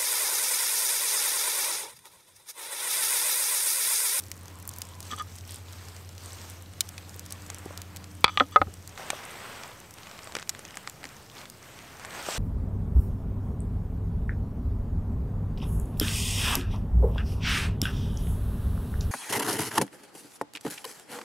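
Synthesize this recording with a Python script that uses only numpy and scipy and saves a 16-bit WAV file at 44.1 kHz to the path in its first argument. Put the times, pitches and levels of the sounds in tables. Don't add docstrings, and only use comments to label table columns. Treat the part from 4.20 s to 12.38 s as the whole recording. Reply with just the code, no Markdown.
import sys
import numpy as np
from scipy import signal
from scipy.fft import rfft, irfft, next_fast_len
from scipy.io import wavfile
from scipy.ndimage import uniform_filter1d

SR = 44100
rng = np.random.default_rng(int(sys.argv[2]) if len(sys.argv) > 2 else 0)


def amplitude_ratio(level_db):
    exponent = np.asarray(level_db, float) / 20
    return 10 ** exponent


def log_audio(samples):
    frames = np.atleast_2d(samples).T
    limited = np.clip(frames, -1, 1)
    pcm = np.round(limited * 32767).astype(np.int16)
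    wavfile.write(sys.argv[1], SR, pcm)


N = 360736
FLOOR_EDGE_HZ = 15800

# t/s, level/dB, tilt/dB per octave, steel tick/dB, damping factor
FLAT_HITS = [
    (4.0430, 6, 0, -10, 1.01),
    (4.0475, -6, -1.5, -13, 1.5),
    (4.0590, -18, -2.5, -18, 1.01),
    (4.0664, -22, -2.5, -20, 1.01),
    (4.0798, -14, -2.5, -14, .75),
    (4.0880, -24, -4, -20, .8),
    (4.0940, -21, -6, -25, .7),
]


def evened(x):
    return x / np.sqrt(np.mean(x ** 2) + 1e-20)


def read(points, hz):
    f, value = np.transpose(points)
    return np.interp(np.log(hz + 1), np.log(f + 1), value)


def add(mix, s, sound):
    part = mix[max(round(s * SR), 0):][:len(sound)]
    part += sound[:len(part)]


def band(x, hz, width_hz):
    centre_hz = np.clip(hz, 20, .45 * SR)
    return signal.lfilter(*signal.iirpeak(centre_hz, centre_hz / width_hz, SR), x)


def dulled(x, hz, order=4):
    return signal.sosfilt(signal.butter(order, min(hz, .45 * SR), fs=SR, output="sos"), x)


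def noise(spectrum, patchy_db, flicker_db):
    frames, hz = N // 128 + 5, np.fft.rfftfreq(512, 1 / SR)
    real, imaginary, patches = rng.standard_normal((frames, 257, 3)).T
    patches = evened(uniform_filter1d(uniform_filter1d(patches, 10, 0), 20, 1))
    flicker = flicker_db * rng.standard_normal(frames)
    field_db = read(spectrum, hz)[:, None] + patchy_db * patches + flicker
    field = (real + 1j * imaginary) * amplitude_ratio(field_db)
    return evened(signal.istft(field, nperseg=512, noverlap=384)[1][:N])


def air(extra=((1, 0), (2, 0)), db=0):
    # f/Hz, density/dB per Hz
    air_colour = [(12, -37), (22, -16.5), (91, 5), (500, -8), (1310, -18.5), (2870, -28.5), (6130, -23.5),
                  (15000, -36.5)]
    count = next_fast_len(N)
    hz = np.fft.rfftfreq(count, 1 / SR)
    size = amplitude_ratio(read(air_colour, hz))
    coloured = irfft(rfft(rng.standard_normal(count)) * size * amplitude_ratio(read(extra, hz)), count)[:N]
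    return amplitude_ratio(-53 + db) * coloured / np.sqrt(np.mean(size ** 2))


def motors():
    shaft_hz = (88.79, 99.80)
    crest_s = (.0012, .0068)
    # multiple of shaft f, level/dB
    shaft_orders = [
        [(1, 0), (2, -15)],
        [(1, -7.5), (2, -21), (3, -17.5)],
    ]
    # t/s, hum level/dB, overtones/dB
    hum_drift = [(0, -49.5, 1.5), (.8, -47, 1), (1.2, -46, -11), (2, -46.5, -8), (2.4, -47, -4.5),
                 (3, -48.5, 4), (4, -47, 5), (4.77, -50.5, 0)]
    # t/s, level/dB
    whine_drift = [(.1, -71), (.25, -58.5), (.8, -58), (1.0, -69)]
    s, hum_db, over_db = np.transpose(hum_drift)
    t, hum = np.arange(N) / SR, np.zeros(N)
    overtones_db = np.interp(t, s, over_db)
    for hz, crest, orders in zip(shaft_hz, crest_s, shaft_orders):
        for k, db in orders:
            hum += amplitude_ratio(db + (k > 1) * overtones_db) * np.cos(2 * np.pi * k * hz * (t - crest))
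    hum *= np.sqrt(2) * amplitude_ratio(np.interp(t, s, hum_db)) * np.clip((s[-1] - t) * 200, 0, 1)
    whine = evened(band(rng.standard_normal(N), 1020, 130))
    whine *= amplitude_ratio(np.interp(t, *np.transpose(whine_drift)))
    return hum + whine * (t < 1)


def jacket():
    # f/Hz, density/dB per Hz
    body_colour = [(120, -15.5), (250, -13), (450, -5.5), (1100, -4.5), (2200, -8), (3500, -15),
                   (6000, -35)]
    hiss_colour = [(1800, -8), (2800, 0.5), (5500, 1.5), (7000, -1), (8300, 2.5), (9800, -9), (11000, -40)]
    fizz_colour = [(8500, -22), (10500, -9), (13000, -5.5), (15600, -14), (16100, -29)]
    # start t/s, length/s, rub level/dB, brightness/dB
    moves = [(0, 0.028, -67, 9), (0.233, 0.08, -58.5, -5), (0.492, 0.21, -59, -0.5), (0.823, 0.12, -56, 5),
             (1.065, 0.12, -73, 16), (1.274, 0.065, -56.5, 7.5), (1.463, 0.3, -55.5, 0),
             (1.996, 0.3, -53.5, 2), (2.557, 0.25, -60.5, 1.5), (2.87, 0.11, -58.5, 0),
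             (3.083, 0.22, -54.5, -3), (3.303, 0.3, -52, -10), (3.687, 0.13, -55.5, -18),
             (4.095, 0.26, -77, -14), (4.686, 0.08, -53, -11), (4.75, 0.046, -47, -5),
             (4.75, 0.63, -44, -7.5), (5.394, 0.25, -54.5, -11), (5.755, 0.34, -51, -6),
             (6.15, 0.026, -46.5, -9), (6.298, 0.36, -53, -7), (6.802, 0.17, -53.5, -6),
             (7.137, 0.073, -47, -5), (7.417, 0.34, -51.5, -7.5), (7.797, 0.2, -47, -7),
             (7.919, 0.082, -41, -5.5), (8.052, .15, -38.5, -0.5)]
    fibres_hz = (2500, 3500, 5470, 6300, 8100, 9000)
    rise_s, fall_s, long_fall = 0.076, 0.069, 0.31
    rest_body_db, rest_hiss_db = -59, -60
    cut_s = 4.776
    fibres_per_s = 250

    t = np.arange(0, N + 64, 64) / SR
    start, length, rub_db, bright_db = np.transpose(moves)[:, :, None]
    rise = np.clip((t - start) / rise_s + .5, 0, 1)
    fall = np.clip((start + length - t) / (fall_s + long_fall * length) + 1, 0, 1)
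    shape = rise * fall * ((t >= cut_s) | (start < cut_s - .05))

    def followed(rest_db, move_db):
        return np.sqrt(amplitude_ratio(2 * rest_db) + ((amplitude_ratio(move_db) * shape) ** 2).sum(0))

    body = followed(rest_body_db, rub_db)
    hiss = followed(rest_hiss_db, rub_db + bright_db)
    fizz = amplitude_ratio(-61) * (hiss / amplitude_ratio(-53.5)) ** 0.71
    body, hiss, fizz = (np.interp(np.arange(N) / SR, t, level) for level in (body, hiss, fizz))
    rub = body * noise(body_colour, patchy_db=.9, flicker_db=1.5)
    rub += hiss * noise(hiss_colour, patchy_db=2, flicker_db=1.8)
    catches = amplitude_ratio(8.1 * np.minimum(rng.exponential(1, N), 4)) * (rng.random(N) < fibres_per_s / SR)
    pick = rng.integers(0, len(fibres_hz), N)
    fibres = np.zeros(N)
    for k, hz in enumerate(fibres_hz):
        fibres += band(band(catches * (pick == k), hz, 0.2 * hz), hz, 0.56 * hz)
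    rub += amplitude_ratio(-6.5) * hiss * evened(fibres)
    return rub + fizz * noise(fizz_colour, patchy_db=.9, flicker_db=1.5)


def drizzle():
    rate = 100 + 150 * np.exp(-np.arange(N) / SR / 0.19)
    size = amplitude_ratio(3.2 * np.minimum(rng.exponential(1, N), 3.3)) * (rng.random(N) < rate / SR)
    pick = rng.integers(0, 4, N)
    centres_hz = (3500, 6000, 8500, 11900)
    return amplitude_ratio(-42.0) * sum(band(size * (pick == k), hz, 0.58 * hz) for k, hz in enumerate(centres_hz))


def crackle(db, hz, low_db, top_db, chance):
    t = np.arange(len(chance)) / SR
    ruptures = 0.1 * chance * abs(chance) * amplitude_ratio(-60 * t / (0.011 + .022 * amplitude_ratio(db)))
    ruptures[0] = 1
    wide_hz = (0.39 + 0.043 * max(db + 44.5, 0)) * hz
    wide_hz = np.clip(wide_hz, 500, SR / 6)
    ring = band(band(ruptures, hz, wide_hz), hz, 2 * wide_hz)
    dull = band(ruptures, hz=1280, width_hz=2000)
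    top = band(ruptures, hz=12500, width_hz=2200)
    gains_db = (1.6, low_db + 12.0, top_db - 1.0)
    return sum(amplitude_ratio(db + g) * part / abs(part).max() for g, part in zip(gains_db, (ring, dull, top)))


def crackles():
    # t/s, level/dB, f/Hz
    spits = [(.007, -32.5, 8000), (0.021, -35, 10500), (.034, -40, 9400), (.038, -32, 6140),
             (.0478, -39, 11500), (0.056, -39, 10500), (.0645, -37, 6000), (.071, -42, 11500),
             (.0832, -34, 7190), (.1032, -36, 11000), (0.1407, -42, 6000), (.1555, -41, 12000),
             (.1665, -38, 9000), (.177, -35, 7500), (0.192, -38, 13500), (.2324, -39, 9500),
             (.4005, -34, 8890), (0.4532, -35, 7860), (.5127, -37, 7500), (0.5622, -30, 8000),
             (.573, -36, 10000), (.607, -37, 12500), (.7517, -38, 6150), (.8522, -36, 5800),
             (1.209, -39, 4650), (1.2763, -34, 8300), (1.5312, -34, 4320), (1.6519, -41, 6010),
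             (1.9517, -43, 6560), (2.1052, -39, 4000), (2.186, -43, 3000), (2.3064, -33, 6080),
             (2.5366, -41, 3620), (2.6875, -36, 6500), (3.0616, -32, 6550), (3.2208, -35, 6040),
             (3.2857, -48, 3000), (3.9167, -42, 8500), (4.008, -34, 12000), (4.143, -43, 12000),
             (4.2844, -47, 9000), (4.3118, -46, 12500), (4.4295, -49, 11000), (4.5702, -46, 5500),
             (4.6251, -41, 6500), (4.9568, -36, 8000), (5.0383, -38, 3500), (5.0945, -38, 3500),
             (5.516, -40, 3500), (6.164, -33, 3500), (6.221, -35, 3500), (6.2965, -24, 6000),
             (6.5557, -32, 6330), (6.87, -40, 5500), (6.8899, -36, 4500), (7.099, -35.5, 3500),
             (7.1816, -37, 3260), (7.2143, -37, 3290), (7.9067, -34, 3500), (8.059, -36, 3500)]
    # t/s, level/dB, f/Hz
    tears = [(0.1156, -19, 5700), (0.2564, -32, 6200), (.2813, -30.5, 6170), (.3874, -37, 8460),
             (0.4254, -32, 8560), (0.476, -19.5, 12500), (0.491, -20, 8500), (.537, -27.5, 6150),
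             (.585, -20, 11900), (.618, -17, 6260), (0.652, -34, 6740), (.6697, -35, 8100),
             (.8043, -22.5, 6000), (.828, -28.5, 6040), (0.913, -30, 6000), (.9878, -31, 8260),
             (1.022, -32, 8610), (1.155, -32, 6000), (1.185, -32.5, 5500), (1.2934, -34, 3790),
             (1.3206, -30.5, 8180), (1.526, -33.5, 7600), (1.685, -32.5, 6470), (1.7646, -32.5, 5630),
             (1.891, -31.5, 5400), (1.9799, -31, 4900), (2.2993, -28, 9520), (2.423, -36, 8140)]
    # t/s, level/dB, f/Hz, thin top/dB
    embers = [(2.46, -41, 3500, -30), (2.6063, -7.5, 6440, -30), (2.69, -26, 6960, -24),
              (2.7799, -26.5, 3520, -30), (2.894, -28.5, 5600, -22), (2.943, -34, 5740, -12),
              (2.9624, -33, 13900, -14), (2.994, -23, 6800, -20), (3.0536, -37, 5900, -22),
              (3.1068, -26.5, 6070, -12), (3.123, -20.5, 8100, -20), (3.264, -30, 6110, -20),
              (3.3452, -24.5, 6200, -22), (3.3842, -30.5, 6480, -24), (3.4555, -32.5, 7350, -18),
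              (3.5755, -22, 5640, -17), (3.6174, -23, 5840, -18), (3.7618, -26.5, 5440, -5),
              (3.769, -24.5, 5430, -7), (3.8418, -30, 4070, -29), (4.539, -30.5, 6270, -28),
              (4.6754, -25.5, 7640, -20), (4.6927, -33, 6300, -22), (5.4347, -28, 3100, -18),
              (5.6018, -32.5, 7500, -22), (5.7084, -32.5, 6560, -15), (5.739, -31.5, 6380, -17),
              (5.8324, -34, 3320, -12), (6.697, -26.5, 7180, -18), (7.2994, -28, 6850, -4)]
    # t/s, level/dB, f/Hz, dull part/dB
    snaps = [(3.3009, -19, 5900, -15), (4.7766, -41.5, 3420, 6.5), (4.9028, -13.5, 5500, -5.5),
             (5.7844, -37.5, 3510, -5.5), (5.87, -45.5, 2480, 9), (5.913, -49, 3260, 13),
             (5.9901, -42, 3170, 7.5), (6.0727, -30.5, 3470, -12), (6.1218, -35, 3530, -3),
             (6.1517, -19, 3000, -7.5), (6.167, -27.5, 2980, -0.5), (6.187, -39.5, 2720, 7.5),
             (6.197, -31, 6220, -3), (6.2264, -32, 4780, 0), (6.2742, -38, 2870, -13),
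             (6.293, -8, 6600, -24.5), (6.3491, -41, 2540, 3.5), (6.3921, -25, 8400, -10.5),
             (6.4511, -25.5, 3400, -24), (6.5072, -32, 3170, -23), (6.543, -33.5, 2510, -20),
             (6.571, -21.5, 7300, -5.5), (6.6745, -26, 2900, -4), (6.831, -45, 3190, 7),
             (6.841, -34.5, 3340, 2.5), (6.8534, -26.5, 3030, -17), (7.255, -41.5, 2920, 4.5),
             (7.5893, -36, 2880, -5), (7.7965, -34.5, 4480, -3.5), (7.8488, -33.5, 5500, 2)]
    thin_db = -17
    pops = [row + (thin_db - .3 * (row[1] + 30),) for row in tears]
    pops += embers
    pops += [row + (thin_db,) for row in spits]

    out, chance = np.zeros((2, N)), rng.standard_normal((200, 1500))
    sounds = []
    for (s, db, hz, top_db), c in zip(pops, chance):
        low_db = -49.5 + 0.26 * (db + 21) - db
        sounds.append(crackle(db, hz, low_db, top_db, c))
    for (s, db, hz, low_db), c in zip(snaps, chance[len(pops):]):
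        top_db = -24.5 + 1.4 * (db + 25)
        sounds.append(stick(crackle(db, hz, low_db, top_db, c)))

    edge = signal.firwin(127, FLOOR_EDGE_HZ, fs=SR)
    for row, sound, c in zip(pops + snaps, sounds, chance):
        s, db = row[:2]
        if db <= -24:
            sound = np.convolve(sound, edge, "same")
        add(out[0], s + 0.00045, sound)
        add(out[1], s + 0.00045, amplitude_ratio(-23) * c[-1] * band(sound, hz=10200, width_hz=1700))
    return out


def rung(modes, damping, rise_s=.00015):
    t = np.arange(4000) / SR
    ring = sum(amplitude_ratio(db - 60 * t * damping / t60) * np.sin(2 * np.pi * hz * t) for hz, db, t60 in modes)
    return ring * (1 - np.exp(-t / rise_s))


def knife():
    # f/Hz, level/dB, t60/s
    blade_modes = [
        [(1230, 17.5, 0.041), (1420, -1.5, 0.031), (1710, 7.5, 0.03), (830, -52, 0.0062)],
        [(3080, -7.5, 0.032), (3350, 2.5, 0.012), (4620, -10, 0.031), (6000, 0, 0.008), (7750, -6, 0.011)],
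    ]
    # start t/s, length/s, first level/dB, last level/dB, high modes/dB
    scrapes = [
        (0.904, 0.041, -43, -44, 2),
        (0.971, 0.0485, -46, -36.5, 1),
        (4.091, 0.078, -60, -55, 12.5),
        (4.176, 0.07, -49.5, -47, 6),
        (4.317, 0.041, -51, -42.5, 3),
    ]
    # t/s, low modes/dB, high modes/dB
    slip_hits = [(.906, -26, -36), (0.9138, -33, -19.5), (.922, -18.5, -27), (.9265, -26, -32),
                 (.933, -16, -33), (.938, -29, -30), (0.985, -33, -28), (0.9974, -21, -21),
                 (1.004, -23, -33), (1.009, -21.5, -36)]
    # f/Hz, level/dB, t60/s
    flat_modes = [(253, -26, .02), (565, -17, .03), (1030, -2, .016), (1250, 1.5, .018), (1696, -16, .025),
                  (2300, 1.5, .009), (2552, -18, .035), (3042, -8, .015), (3380, 3, .01), (4565, -4, .011),
                  (5700, -18, .011), (7620, -24, .014), (8500, -16, .006), (10230, -38, .026)]
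    tip_modes = [(856, -6, 0.052), (1204, 5, 0.039), (1701, -12, .046), (1940, -4, 0.029),
                 (2347, -18, 0.028), (2900, -4, 0.014), (3305, 1.5, 0.023), (4393, -19, .016),
                 (5900, -17, 0.013), (7700, -28, .03)]
    heel_modes = [(584, -16, 0.071), (780, -14, 0.041), (915, -17.5, .07), (1040, 0, .02),
                  (1257, 2.5, 0.049), (1523, -20, .06), (1690, -19, .047), (2060, -21, .05),
                  (2610, -23.5, .04), (3420, -22, .025), (4180, -34, .035), (5170, -33.5, .02),
                  (6600, -24.5, .007)]
    handle_modes = [(584, -4.5, 0.066), (754, -5, .04), (829, -1.5, .028), (1040, 3, 0.021),
                    (1260, 4.5, 0.044), (1530, -23, .025), (1710, -21, .035), (2051, -19.5, .03),
                    (2640, -20, .035), (3009, -25, 0.039), (3480, -17.5, 0.02), (4091, -32.5, .04)]
    # t/s, level/dB, tilt/dB per octave, steel tick/dB, damping factor
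    tip_hits = [
        (4.1743, -15, 0, 10.7, 1.16),
        (4.1995, -13.5, 0, 7.6, 1.1),
    ]
    heel_hits = [
        (4.3605, -0.33, 0, -19, 1.01),
    ]
    handle_hits = [
        (4.2068, -3, 1, -20, 1.2),
        (4.219, -23, -3, -30, 1.9),
        (4.2240, -32, -3, -25, 1.8),
        (4.4161, -7.5, 4, -18.5, 1.5),
        (4.4715, -39, -8, -30, 1.1),
    ]
    landings = ((flat_modes, FLAT_HITS), (tip_modes, tip_hits),
                (heel_modes, heel_hits), (handle_modes, handle_hits))

    out, draws = np.zeros(N), iter(rng.standard_normal((20, 600)))
    rattle = 0.048 * amplitude_ratio(-60 * np.arange(600) / SR / 0.019)
    for modes, hits in landings:
        for s, db, tilt_db, tick_db, damping in hits:
            chatter = rattle * next(draws)
            chatter[0] = 1
            tilted = [(hz, g + tilt_db * max(np.log2(hz / 1250), 0), t60) for hz, g, t60 in modes]
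            ring = signal.fftconvolve(chatter, rung(tilted, damping, rise_s=.0003))
            ring = ring - dulled(ring, 400, order=1)
            tick = dulled(band(chatter, hz=3140, width_hz=1700), 3580, order=5)
            tick += 0.11 * amplitude_ratio(0.86 * db) * band(chatter, hz=6800, width_hz=2900)
            add(out, s, amplitude_ratio(db) * ring / abs(ring).max())
            add(out, s, amplitude_ratio(db + tick_db) * tick / abs(tick).max())

    blade_rings = [rung(modes, 1.0) for modes in blade_modes]
    blade_low, blade_high = (ring / np.linalg.norm(ring) for ring in blade_rings)
    for s, length, first_db, last_db, high_db in scrapes:
        t = np.arange(0, 1, 1 / SR / length)
        catches = rng.random(len(t)) < 350 / SR
        slips = evened(rng.standard_normal(len(t)) * (0.27 + catches * 1.7))
        slips = slips * amplitude_ratio(first_db + (last_db - first_db) * t) * signal.windows.tukey(len(t), .3)
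        add(out, s, signal.fftconvolve(slips, blade_low))
        add(out, s, signal.fftconvolve(slips * amplitude_ratio(high_db - 14 * t), blade_high))
    for s, low_db, high_db in slip_hits:
        add(out, s, amplitude_ratio(low_db + 8) * blade_low + amplitude_ratio(high_db + 6.5) * blade_high)
    return out


def bumps():
    # t/s, level/dB, f/Hz, t60/s
    thuds = [(.925, -34.5, 234, 0.056), (2.6080, -9.5, 3820, 0.0051), (2.613, -34, 3050, 0.026),
             (2.779, -41.5, 2530, 0.035), (2.779, -37, 3550, .015), (2.958, -33.5, 447, 0.016),
             (3.46, -22, 393, 0.016), (3.5072, -26, 570, 0.014), (4.043, -15, 69.2, 0.043),
             (4.21, -23, 272, 0.098), (4.385, -42, 45.2, 0.48), (4.40, -28, 87, 0.19),
             (4.468, -21, 90.5, 0.041), (4.2657, -40, 5900, .004), (4.4025, -45, 5300, .004),
             (4.4165, -11.5, 810, 0.028), (6.4864, -35, 2900, .008), (4.3622, -26, 444, 0.12),
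             (4.418, -22, 292, 0.031), (4.48, -35, 400, 0.044), (4.797, -27, 795, 0.012),
             (4.9315, -21.5, 617, 0.023), (6.072, -29.5, 640, 0.019), (6.166, -21.5, 490, 0.016),
             (6.852, -37, 280, 0.039), (7.959, -57.5, 900, 0.023), (8.087, -11, 650, 0.01)]
    out, t = np.zeros(N), np.arange(14000) / SR
    for s, db, hz, t60 in thuds:
        ring = np.sin(2 * np.pi * hz * t) + 0.43 * np.sin(2 * np.pi * 1.8 * hz * t)
        add(out, s, amplitude_ratio(db - 60 * t / t60) * ring * np.clip(t * hz * 2.1, 0, 1))
    return out


def stick(snap):
    hollow = 0.4 * band(snap, hz=5300, width_hz=6500)
    ring = 0.56 * band(snap, hz=7650, width_hz=1550)
    return dulled(snap - hollow + ring, 8400, order=2)


def reflections(close):
    taps = dulled(rng.standard_normal(2600), 4300, order=1) * amplitude_ratio(-60 * np.arange(2600) / SR / 0.023)
    return amplitude_ratio(-16) * signal.fftconvolve(close, taps / np.linalg.norm(taps))[:N]


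def scene():
    # f/Hz, level/dB
    apart = [(60, -47), (150, -59), (380, -38.5), (950, -36), (2380, -26.5), (5980, -26), (15000, -13.5)]
    pops, side = crackles()
    close = pops + knife() + bumps()
    close += reflections(close)
    opposite = np.array([[1], [-1]])
    floor = air() + jacket() + drizzle() + opposite * air(apart, db=12.0)
    edge = signal.firwin(511, FLOOR_EDGE_HZ, window=("kaiser", 8), fs=SR)
    floor = signal.oaconvolve(floor, edge[None], "same")
    since = np.arange(N) / SR - FLAT_HITS[0][0]
    floor *= amplitude_ratio(-20 * (since > 0) * np.clip((0.036 - since) / .01 + 1, 0, 1))
    return close + motors() + floor + opposite * side


def band_limit(x):
    return signal.sosfilt(signal.butter(12, 16800, fs=SR, output="sos"), x)


def record(dry):
    limit_db, duck, recover_db_per_s = -1.5, 0.37, 249.5
    fall = np.arange(N) * recover_db_per_s / SR
    level_db = 20 * np.log10(abs(dry[0]) + 1e-9)
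    held_db = np.maximum.accumulate(level_db + fall) - fall
    over_db = np.maximum(held_db - limit_db, 0)
    over_db = signal.lfilter(np.ones(220) / 220, 1, over_db)
    clipped = np.clip(dry / amplitude_ratio(duck * over_db), -1, 1)
    edge = signal.firwin(255, 16500, window=("kaiser", 8), fs=SR)
    limited = signal.oaconvolve(clipped, edge[None], "same")
    return band_limit(limited + .0005)


dry = scene()
out = record(dry)
log_audio(out)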